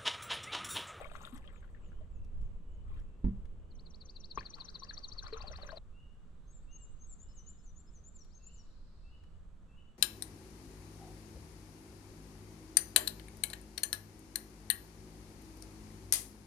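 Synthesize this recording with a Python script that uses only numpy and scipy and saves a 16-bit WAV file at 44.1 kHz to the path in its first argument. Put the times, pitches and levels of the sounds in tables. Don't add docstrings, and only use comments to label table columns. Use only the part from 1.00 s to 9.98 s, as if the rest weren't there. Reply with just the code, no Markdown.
import sys
import numpy as np
from scipy import signal
from scipy.fft import rfft, irfft, next_fast_len
from scipy.io import wavfile
from scipy.ndimage import map_coordinates

SR = 44100
rng = np.random.default_rng(int(sys.argv[2]) if len(sys.argv) > 2 else 0)


def generate_wav(sig):
    pcm = np.round(np.clip(np.atleast_2d(sig).T, -1, 1) * 32767).astype(np.int16)
    wavfile.write(sys.argv[1], SR, pcm)


N = 396018

CUT_S, TOP_HZ = 4.787, 12800

# hz, level_db
POND_EARLY = [(90, -3.5), (170, 2), (300, -7.5), (460, -8), (750, -19.5), (1100, -19), (1900, -30.5),
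              (3000, -30.5), (5200, -43), (7800, -36.5), (10000, -51.5), (12500, -49)]
POND_LATE = [(90, -5.5), (170, 1.5), (300, -10.5), (460, -13), (800, -21), (1250, -19), (2100, -31),
             (3500, -32), (5200, -40.5), (7800, -34.5), (10000, -48.5), (12500, -49.5)]
# start_s, level_db
BREEZE = [(0.0, -51), (.95, -47), (1.42, -36.5), (1.62, -48), (1.94, -40.5), (2.15, -46), (2.5, -43.5),
          (2.75, -50), (3.7, -54.5), (4.1, -49), (4.5, -45), (5.0, -54), (6.05, -49), (7.3, -54.5),
          (7.8, -53), (8.55, -50.5), (8.98, -60)]
# hz, level_db
BREEZE_COLOUR = [(15, 2), (30, 1.5), (55, -5), (80, -5), (120, -21.5), (200, -27.5), (400, -90)]
HEAVE_COLOUR = [(8, 1), (22, -1), (40, -8), (70, -29.5), (150, -85)]
# start_s, attack_s, hold_s, release_s (per 20 dB of fall), level_db,
# spray_db (re level), gurgle_db (re level)
STROKES = [(0.0, 0.0023, 0.016, 0.09, -51, -17.5, -3), (0.018, 0.018, 0.12, 0.75, -59, -15.5, -10),
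           (0.087, 0.14, 0.047, 0.1, -64, -2, -20), (.138, .004, .008, .03, -59, -5, -20),
           (.212, .022, .03, .06, -57.5, -16, -14), (.32, .01, .05, .03, -68, -1, -12),
           (1.824, 0.11, 0.056, .06, -66, -19, -14), (3.36, .02, 0.05, 0.22, -60.5, -28, -20),
           (3.5, 0.051, 0.66, 6, -68.5, -19, -16), (3.56, .02, .045, .05, -65, -28, -20),
           (3.953, .01, .04, .05, -64, -25, -18), (4.222, .025, .025, 0.07, -56, -25, -18),
           (4.325, .005, 0.05, 0.16, -55.5, -34, -9), (4.39, .08, 0.6, .1, -59.5, -25, -4),
           (4.718, .008, .06, .1, -61, -28, 0)]
# hz, level_db
WATER_COLOUR = [(200, -12), (400, -8), (560, -3), (760, -7), (1170, 6), (1700, 0), (2500, -1), (3600, -2),
                (5200, -21), (8000, -35)]
SPRAY_COLOUR = [(3500, -11), (5500, -22), (8000, -4.5), (10000, -12), (12000, -5), (14000, -21)]
GURGLE_COLOUR = [(200, -24), (400, -9), (560, 0), (720, -7), (1000, -12), (2000, -32)]
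# start_s, level_db, start_pitch_hz, cycles (to -60 dB at start pitch)
BUBBLES = [(.001, -39, 750, 17), (.0105, -32.5, 540, 24), (.0195, -37, 720, 12), (.034, -42, 2900, 10),
           (.044, -38, 2200, 45), (.056, -44, 600, 20), (.099, -46, 2450, 30), (.114, -45, 659, 24),
           (.1525, -30.5, 1240, 15), (.213, -46, 851, 24), (.234, -43, 1310, 26), (.251, -37, 3530, 55),
           (.273, -39, 1340, 24), (.325, -40.5, 242, 34), (.352, -45, 275, 24), (.375, -41, 1424, 6),
           (.476, -42.5, 3120, 30), (.56, -47, 2300, 13), (.628, -51, 1520, 25), (.644, -50.5, 1430, 28),
           (.747, -51, 1750, 36), (1.009, -52, 600, 40), (3.3745, -23.5, 1050, 22), (3.375, -29.5, 403, 9),
           (3.385, -37, 2440, 50), (3.409, -39.5, 1680, 36), (3.428, -46, 2150, 20), (3.569, -48, 1200, 14),
           (3.585, -46.5, 1050, 27), (3.62, -48, 982, 24), (3.755, -49, 1020, 25), (3.821, -45, 1055, 79),
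           (3.909, -40, 1660, 45), (4.225, -46, 1510, 50), (4.244, -44, 1100, 24), (4.267, -43, 1230, 35),
           (4.3255, -34.5, 432, 50), (4.326, -37, 1250, 8), (4.343, -44, 1200, 50), (4.361, -41, 980, 16),
           (4.37, -40.5, 1280, 50), (4.404, -45.5, 1060, 55), (4.422, -45, 2600, 45), (4.44, -43, 750, 36),
           (4.509, -39, 577, 22), (4.585, -45, 740, 26), (4.632, -41.5, 560, 24), (4.691, -37, 1540, 36),
           (4.72, -41, 1000, 24), (4.727, -38, 625, 38), (4.772, -37, 620, 11.6)]
# pitch_hz, left_minus_right_db
BUBBLE_PAN = [(300, 2), (1000, 13), (1700, 17)]
# start_s, end_s, first_level_db, typical_pitch_hz
SHOWERS = [(0.021, .92, -55, 1650), (3.4, 4.2, -58, 1150), (4.38, 4.77, -53, 1250)]
DRIP_FADE_DB_PER_S, DRIP_SCATTER_DB, DRIP_OCTAVES, DRIP_CYCLES = 7, 2, 0.45, 18
CLUSTER_S, CLUSTER_OCTAVES = 0.03, 0.2
# start_s, peak_db, band_hz (passband 0.5 to 1.1 times this, top at most SR / 3)
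TICKS = [(.375, -53, 9500), (1.246, -64, 6900), (1.414, -68, 8000), (1.998, -67, 8000), (2.454, -60, 2420),
         (7.246, -61, 5800), (8.237, -61.5, 2500)]
FIGURES = { "slide": [(0.002, .122, 8000, 7300, 5800, 0)], "lead": [(0, .078, 6200, 6480, 6560, 0)],
           "hook": [(0, .016, 6400, 7250, 8700, -10), (.02, 0.067, 8050, 7360, 7250, 0)],
           "flick": [(0, 0.032, 6900, 8000, 8300, -1)], "rise": [(.003, .067, 6250, 7020, 7360, 0)],
           "swoop": [(-.054, 0.055, 4850, 5280, 4950, -13), (-.006, .012, 5000, 6600, 8400, -16),
           (0.007, 0.087, 8500, 6290, 6220, -0.5)], "fall": [(0, 0.044, 7500, 7280, 6700, 0.5),
           (.032, 0.07, 6960, 5890, 5330, -3)], "climb": [(0, .062, 3450, 4800, 6760, -15.5),
           (.044, 0.058, 6330, 6410, 6400, -4), (.128, .04, 7400, 6800, 6650, -6),
           (.157, .046, 6650, 7110, 7230, 1.5)], }
# start_s, figure, level_db
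SONG = [(5.46, "lead", -68), (5.502, "hook", -61), (5.62, "flick", -74.5), (5.708, "lead", -56),
        (5.777, "hook", -58), (5.902, "flick", -70), (5.99, "lead", -58), (6.06, "hook", -52.5),
        (6.18, "rise", -56), (6.334, "swoop", -56), (6.452, "rise", -52), (6.621, "swoop", -63.5),
        (6.746, "rise", -60), (6.911, "swoop", -61), (7.03, "rise", -55.5), (7.139, "fall", -59),
        (7.291, "climb", -56), (7.524, "fall", -59.5)]
SLIDES_START_S, SLIDES_PERIOD_S = 0.495, 0.291
SLIDES_DB, SLIDES_FADE_DB_PER_S = -76, 8.5
# delay_s, level_db
TRUNKS = [(.0045, -7), (.012, -12)]
PEEP_FIGURES = { "slur": [(0, .135, 2620, 2850, 2930, 0)], "step": [(0, .085, 2620, 2690, 2810, -3),
                (.075, .075, 2780, 2930, 2970, 0)], "hold": [(0, .3, 2930, 2960, 3060, 0)],
                "high": [(0, .22, 2820, 2980, 3230, 0)], "low": [(0, .17, 2540, 2690, 2800, 0)], }
# start_s, figure, level_db, direct_share_db
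PEEPS = [(0.76, "high", -72, -16), (1.09, "low", -73, -14), (1.6, "high", -73, -14),
         (1.99, "low", -74, -14), (2.52, "high", -76, -16), (3.06, "low", -73, -14),
         (4.922, "slur", -61, -9), (5.668, "slur", -59.5, -9), (6.19, "hold", -68, -13),
         (7.38, "step", -60.5, -17), (8.03, "step", -61, -8), (8.678, "step", -61, -8)]
# start_s, level_db, contact_s
KNOCKS = [(1.134, -31.5, 0.013), (1.387, -22.5, 0.018), (1.411, -34, 0.015), (2.236, -43, .0016),
          (2.243, -20.5, 0.0018), (2.263, -29, 0.002), (2.283, -36, 0.0013), (2.372, -28, 0.018),
          (3.376, -41, 0.0032)]
# pitch_hz, level_db, t60_s
HULL = [(46.2, 2.5, 0.14), (80, -10.5, 0.25), (121.4, -9, 0.27), (179, -4.5, 0.16), (194, -10, 0.33),
        (238, -7.5, 0.16), (331, -19.5, 0.2), (444, -26, 0.21), (666, -27.5, 0.14), (930, -12, 0.061)]
# delay_s, length_s, start_hz, middle_hz, end_hz, level_db
SYLLABLE = [(-.0005, 0.036, 4900, 4160, 3330, -2.7), (0.045, 0.031, 6300, 5900, 4350, -11),
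            (0.084, 0.026, 3050, 4380, 4950, -5.3), (.1035, 0.011, 8200, 5380, 4100, -15)]
# start_s, opening_sweep_db, other_sweeps_db
TRILL = [(2.696, -62, -52), (2.846, -52.5, -47.5), (2.996, -48.5, -43.5), (3.145, -44.5, -39.5),
         (3.294, -41.5, -38.5), (3.442, -39, -37.5), (3.589, -36.5, -37), (3.735, -36.5, -37),
         (3.878, -36, -36.5), (4.024, -35, -36.5), (4.169, -36, -38), (4.315, -39, -40),
         (4.461, -40.5, -39), (4.608, -41, -42), (4.753, -42.5, -43)]
# time_s, level_db
FAR_WARBLE = [(5.345, -75), (5.9, -73.5), (6.4, -71.5), (7.1, -77)]
# time_s, level_db
FAR_TRILL = [(7.1, -68), (7.6, -62.5), (8.001, -65.5), (8.3, -79)]


def undb(db):
    return np.exp(np.asarray(db) * np.log(10) / 20)


def unit(x):
    return x / (np.sqrt(np.mean(x ** 2)) + 1e-12)


def clock(length_s):
    return np.arange(max(int(length_s * SR), 8)) / SR


def curve(times_s, values):
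    return np.interp(np.arange(N) / SR, times_s, values)


def colour(x, points):
    hz, db = np.transpose(points)
    size = next_fast_len(N)
    bins_hz = np.maximum(np.arange(size // 2 + 1) * SR / size, 1)
    gain = undb(np.interp(np.log(bins_hz), np.log(hz), db))
    return unit(irfft(rfft(x, size) * gain, size)[..., :N])


def pan(x, pan_db, lag_s=0):
    gains = undb(np.array([[pan_db], [-pan_db]]) / 2)
    left, right = x * gains / gains.mean()
    at = np.arange(len(left))
    return np.array([np.interp(at - lag_s * SR, at, left, left=0), right])


def spread(mid, side, side_db):
    return mid + undb(side_db) * side * np.array([[1], [-1]])


def add(out, start_s, x):
    i = int(np.clip(start_s * SR, 0, N - 1))
    out[..., i:i + x.shape[-1]] += x[..., :N - i]


def wander(rate_hz):
    return curve(np.arange(400) / rate_hz, rng.standard_normal(400))


def echoes(x, t60_s, delay_s):
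    t = np.arange(SR) / SR
    onset = np.clip(t / delay_s - 1, 0, 1)
    tail = rng.standard_normal((2, SR)) * np.exp(-np.log(1000) * t / t60_s) * onset
    tail = tail / np.sqrt(np.sum(tail ** 2) / 2)
    return signal.fftconvolve(x[None], tail, axes=1)[:, :N]


def bubble(hz, cycles, rise):
    t = clock(cycles / hz)
    age = t * hz / cycles
    ring = np.sin(2 * np.pi * hz * t * (1 + rise * age / 2))
    return ring * np.exp(-np.log(1000) * age) * (1 - np.exp(-2 * hz * t)) ** 2


def whistle(length_s, start_hz, middle_hz, end_hz, waver=0.004, flutter_db=2.5, swell=1.45):
    u = clock(length_s) / length_s
    pitch, loud = (np.interp(u, np.linspace(0, 1, 12), row) for row in rng.standard_normal((2, 12)))
    bend = np.polyfit([0, 0.5, 1], [start_hz, middle_hz, end_hz], 2)
    hz = np.polyval(bend, u) * (1 + waver * pitch)
    tone = np.sin(2 * np.pi * np.cumsum(hz) / SR)
    return tone * np.sin(np.pi * u ** swell) * undb(flutter_db * loud), u


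def pond(points, level_db, pan_db, bass_side_db=-7, treble_hz=7000, treble_pan_db=5):
    mid, side = colour(rng.standard_normal((2, N)), points)
    bass = signal.sosfilt(signal.butter(1, 900, fs=SR, output="sos"), side)
    side = side - bass + undb(bass_side_db) * bass
    hush = spread(mid, side, -2.5) * undb(level_db + 0.69 * wander(5.5))
    treble = signal.sosfiltfilt(signal.butter(2, treble_hz, "high", fs=SR, output="sos"), hush)
    return pan(hush - treble, pan_db) + pan(treble, treble_pan_db)


def breeze(gust_db=1, air_db=-1.5, heave_db=-3, heave_pan_db=-6, calm_db=-51, buffet_share=0.88):
    mid, side = colour(rng.standard_normal((2, N)), BREEZE_COLOUR)
    heave = undb(heave_db) * pan(colour(rng.standard_normal((2, N)), HEAVE_COLOUR), heave_pan_db)
    over_calm_db = curve(*np.transpose(BREEZE)) - calm_db + gust_db * wander(12)
    buffets = spread(mid, side, -15) * undb(buffet_share * over_calm_db)
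    return (buffets + heave * undb(over_calm_db)) * undb(calm_db + air_db)


def froth(low_hz, high_hz, cycles, scatter_db, count):
    out = np.zeros(N)
    for when, size, life, loud in rng.random((count, 4)):
        strength = undb(scatter_db * min(-np.log(1 - loud), np.pi))
        hz = low_hz * (high_hz / low_hz) ** size
        add(out, when * CUT_S, strength * bubble(hz, cycles * (0.5 + life), 0.28))
    return out


def slosh(x, octaves, rate_hz):
    at = np.cumsum(2 ** (octaves * wander(rate_hz)))
    return unit(map_coordinates(x, [at], order=1, mode="mirror"))


def strokes(wash_db=-8, crackle_db=-6, water_db=-5.2, spray_db=-2.5, mist_db=-6, gurgle_db=-4,
            churn_db=2, churn_rate_hz=45):
    water = colour(froth(385, 3930, 30, 3.9, count=2400), WATER_COLOUR)
    water = water + undb(wash_db) * colour(rng.standard_normal(N), WATER_COLOUR)
    crackle = colour(froth(900, 5000, 4, 5, count=1500), WATER_COLOUR)
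    water = slosh(water + undb(crackle_db) * crackle, octaves=0.09, rate_hz=22)
    spray = colour(froth(3000, 14440, 26, 5, count=3600), SPRAY_COLOUR)
    spray = spray + undb(mist_db) * colour(rng.standard_normal(N), SPRAY_COLOUR)
    eddies = colour(froth(380, 1100, 34, 2.5, count=900), GURGLE_COLOUR)
    t, flow, fizz, drag = np.arange(N) / SR, 0, 0, 0
    for start_s, attack_s, hold_s, release_s, level_db, fizz_db, deep_db in STROKES:
        fall_db = 20 * np.maximum(t - start_s - attack_s - hold_s, 0) / release_s
        push = np.clip((t - start_s) / attack_s, 0, 1) * undb(level_db - fall_db)
        flow = np.hypot(flow, push)
        fizz = np.hypot(fizz, push * undb(fizz_db))
        drag = np.hypot(drag, push * undb(deep_db))
    out = flow * undb(water_db + churn_db * wander(churn_rate_hz)) * water
    out = out + fizz * undb(spray_db) * spray + drag * undb(gurgle_db) * eddies
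    hull_side = undb(-4) * echoes(out, 0.035, 0.0008)
    return pan(out + hull_side, 9.4, lag_s=0.00014)


def drips(count=20, size=3):
    rows = []
    for start_s, end_s, level_db, hz in SHOWERS:
        ages_s = (np.arange(count) + rng.random(count)) / count * (end_s - start_s)
        for age_s, (loud, girth) in zip(ages_s, rng.standard_normal((count, 2))):
            drip_db = level_db - DRIP_FADE_DB_PER_S * age_s + DRIP_SCATTER_DB * loud
            for late, detune in rng.random((size, 2)):
                octaves = DRIP_OCTAVES * girth + CLUSTER_OCTAVES * (2 * detune - 1)
                rows.append((start_s + age_s + CLUSTER_S * late, drip_db, hz * 2 ** octaves, DRIP_CYCLES))
    return rows


def drops(rise=0.16, slap_db=-17):
    out, t = np.zeros((2, N)), clock(0.03)
    slaps = colour(rng.standard_normal(N), WATER_COLOUR)
    slap_shape = np.exp(-t / 0.0049) * (1 - np.exp(-t / 0.0019))
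    for k, (start_s, level_db, hz, cycles) in enumerate(BUBBLES + drips()):
        pan_db = np.interp(hz, *np.transpose(BUBBLE_PAN))
        slap = np.take(slaps, k * len(t) + np.arange(len(t)), mode="wrap") * slap_shape
        add(out, start_s, pan(undb(level_db) * bubble(hz, cycles, rise), pan_db, lag_s=0.0001))
        add(out, start_s, pan(undb(level_db + slap_db) * slap, pan_db))
    return out + pan(undb(-6) * echoes(out.mean(axis=0), 0.087, 0.0013), 7.5)


def ticks(decay_s=0.003, attack_s=0.0014):
    out, t = np.zeros(N), clock(0.045)
    for start_s, peak_db, hz in TICKS:
        band = signal.butter(1, [hz / 2, min(hz * 1.1, SR / 3)], "band", fs=SR, output="sos")
        burst = rng.standard_normal(len(t)) * np.exp(-t / decay_s) * (1 - np.exp(-t / attack_s))
        click = signal.sosfilt(band, burst)
        add(out, start_s, undb(peak_db) * click / np.abs(click).max())
    inside = undb(-8) * echoes(out, 0.04, 0.002)
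    return pan(out + inside, 6.3)


def trunks(x, scatter=0.15):
    out = np.zeros(len(x) + SR // 10)
    add(out, 0, x)
    for delay_s, level_db in TRUNKS:
        add(out, delay_s * (1 + scatter * rng.standard_normal()), undb(level_db) * x)
    return out


def song(trees_db=-11, count=6):
    out = np.zeros(N)
    slides = [(SLIDES_START_S + age_s, "slide", SLIDES_DB - SLIDES_FADE_DB_PER_S * age_s)
              for age_s in SLIDES_PERIOD_S * np.arange(count)]
    for start_s, figure, level_db in slides + SONG:
        for delay_s, length_s, start_hz, middle_hz, end_hz, note_db in FIGURES[figure]:
            note = whistle(length_s, start_hz, middle_hz, end_hz, waver=0.009, swell=1.24)[0]
            add(out, start_s + delay_s, undb(level_db + note_db - 1) * trunks(note))
    trees = undb(trees_db) * echoes(out, 0.68, 0.017)
    return pan(out + trees, 7.4)


def peeps(forest_db=-6, shore_db=-21, shore_s=0.085):
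    out, direct, shore = np.zeros((3, N))
    for start_s, figure, level_db, direct_db in PEEPS:
        for delay_s, length_s, start_hz, middle_hz, end_hz, note_db in PEEP_FIGURES[figure]:
            note = whistle(length_s, start_hz, middle_hz, end_hz, waver=0.009, swell=1)[0]
            note = undb(level_db + note_db) * note
            add(out, start_s + delay_s, note)
            add(direct, start_s + delay_s, undb(direct_db) * note)
    add(shore, shore_s, undb(shore_db) * out)
    return pan(direct + shore + undb(forest_db) * echoes(out, 0.7, 0.014), 4)


def hull(crack_db=-36, crack_decay_s=0.012, detune=0.025):
    out, t = np.zeros((2, N)), clock(0.54)
    wood = signal.butter(2, [600, 2200], "band", fs=SR, output="sos")
    for start_s, level_db, contact_s in KNOCKS:
        for hz, mode_db, t60_s in HULL:
            struck_hz = hz * (1 + detune * rng.standard_normal())
            ring = np.sin(2 * np.pi * struck_hz * t) * np.exp(-np.log(1000) * t / t60_s)
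            ring = ring * (1 - np.exp(-t / contact_s))
            softness = 1 / (1 + (hz * contact_s) ** 2)
            mode = undb(level_db + mode_db) * softness * ring
            add(out, start_s, pan(mode, -5 if hz < 100 else 1.5, lag_s=0.00034))
        crack = signal.sosfilt(wood, rng.standard_normal((2, len(t)))) * np.exp(-t / crack_decay_s)
        add(out, start_s, undb(level_db + crack_db) * (0.0035 / contact_s) ** 2 * crack)
    return out


def syllable(opening_db=0, rest_db=0, skirt_db=15, vary=0.016, uneven_db=1, rasp_db=-19):
    out = np.zeros(SR // 4)
    grain = signal.butter(2, 700, fs=SR, output="sos")
    for k, (delay_s, length_s, start_hz, middle_hz, end_hz, sweep_db) in enumerate(SYLLABLE):
        pitches_hz = np.array([start_hz, middle_hz, end_hz]) * (1 + vary * rng.standard_normal(3))
        note, u = whistle(length_s, *pitches_hz, waver=0.006, flutter_db=1.8, swell=0.85)
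        roughness = unit(signal.sosfilt(grain, rng.standard_normal(len(out))))[:len(u)]
        rasp = 1 + undb(rasp_db) * roughness
        level_db = sweep_db + (rest_db if k else opening_db) + uneven_db * rng.standard_normal()
        add(out, delay_s + 0.0046, note * rasp * undb(level_db - skirt_db * np.abs(2 * u - 1)))
    return out


def near_trill(bank_db=-17, trees_db=-15.5):
    out = np.zeros(N)
    for start_s, opening_db, rest_db in TRILL:
        add(out, start_s, syllable(opening_db, rest_db))
    bank = undb(bank_db) * echoes(out, 0.08, 0.0061)
    trees = undb(trees_db) * echoes(out, 0.54, 0.027)
    return pan(out + bank, 7, lag_s=-10 / SR) + pan(trees, 2.9)


def far_birds(warble_period_s=0.168, trill_period_s=0.045):
    warble, trill = np.zeros((2, N))
    times_s, levels_db = np.transpose(FAR_WARBLE)
    for start_s in np.arange(times_s[0], times_s[-1], warble_period_s):
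        level_db = np.interp(start_s, times_s, levels_db)
        down, up = undb(level_db + 2.2 * rng.standard_normal(2))
        add(warble, start_s, down * whistle(0.045, 4150, 3720, 3300, waver=0.022, swell=1)[0])
        add(warble, start_s + 0.055, 0.75 * up * whistle(0.09, 3200, 4050, 5200, waver=0.025, swell=1)[0])
    times_s, levels_db = np.transpose(FAR_TRILL)
    for start_s in np.arange(times_s[0], times_s[-1], trill_period_s):
        level_db = np.interp(start_s, times_s, levels_db) - 10.5
        add(trill, start_s, undb(level_db) * whistle(0.07, 6600, 4750, 3500, waver=0.036)[0])
    warble_wash = undb(-6) * echoes(warble, 0.71, 0.0033)
    return pan(undb(-11) * warble + warble_wash + echoes(trill, 0.76, 0.0024), 1.4)


def scene():
    under_way = curve([CUT_S - 0.004, CUT_S], [1, 0])
    paddling = strokes() + drops() + near_trill() + pond(POND_EARLY, -62.5, 0.21)
    drifting = far_birds() + pond(POND_LATE, -65.5, -1.1)
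    throughout = hull() + ticks() + song() + peeps() + breeze()
    return under_way * paddling + (1 - under_way) * drifting + throughout


def record(dry):
    return signal.sosfilt(signal.ellip(8, 0.2, 70, TOP_HZ, fs=SR, output="sos"), dry)


dry = scene()
out = record(dry)
generate_wav(out)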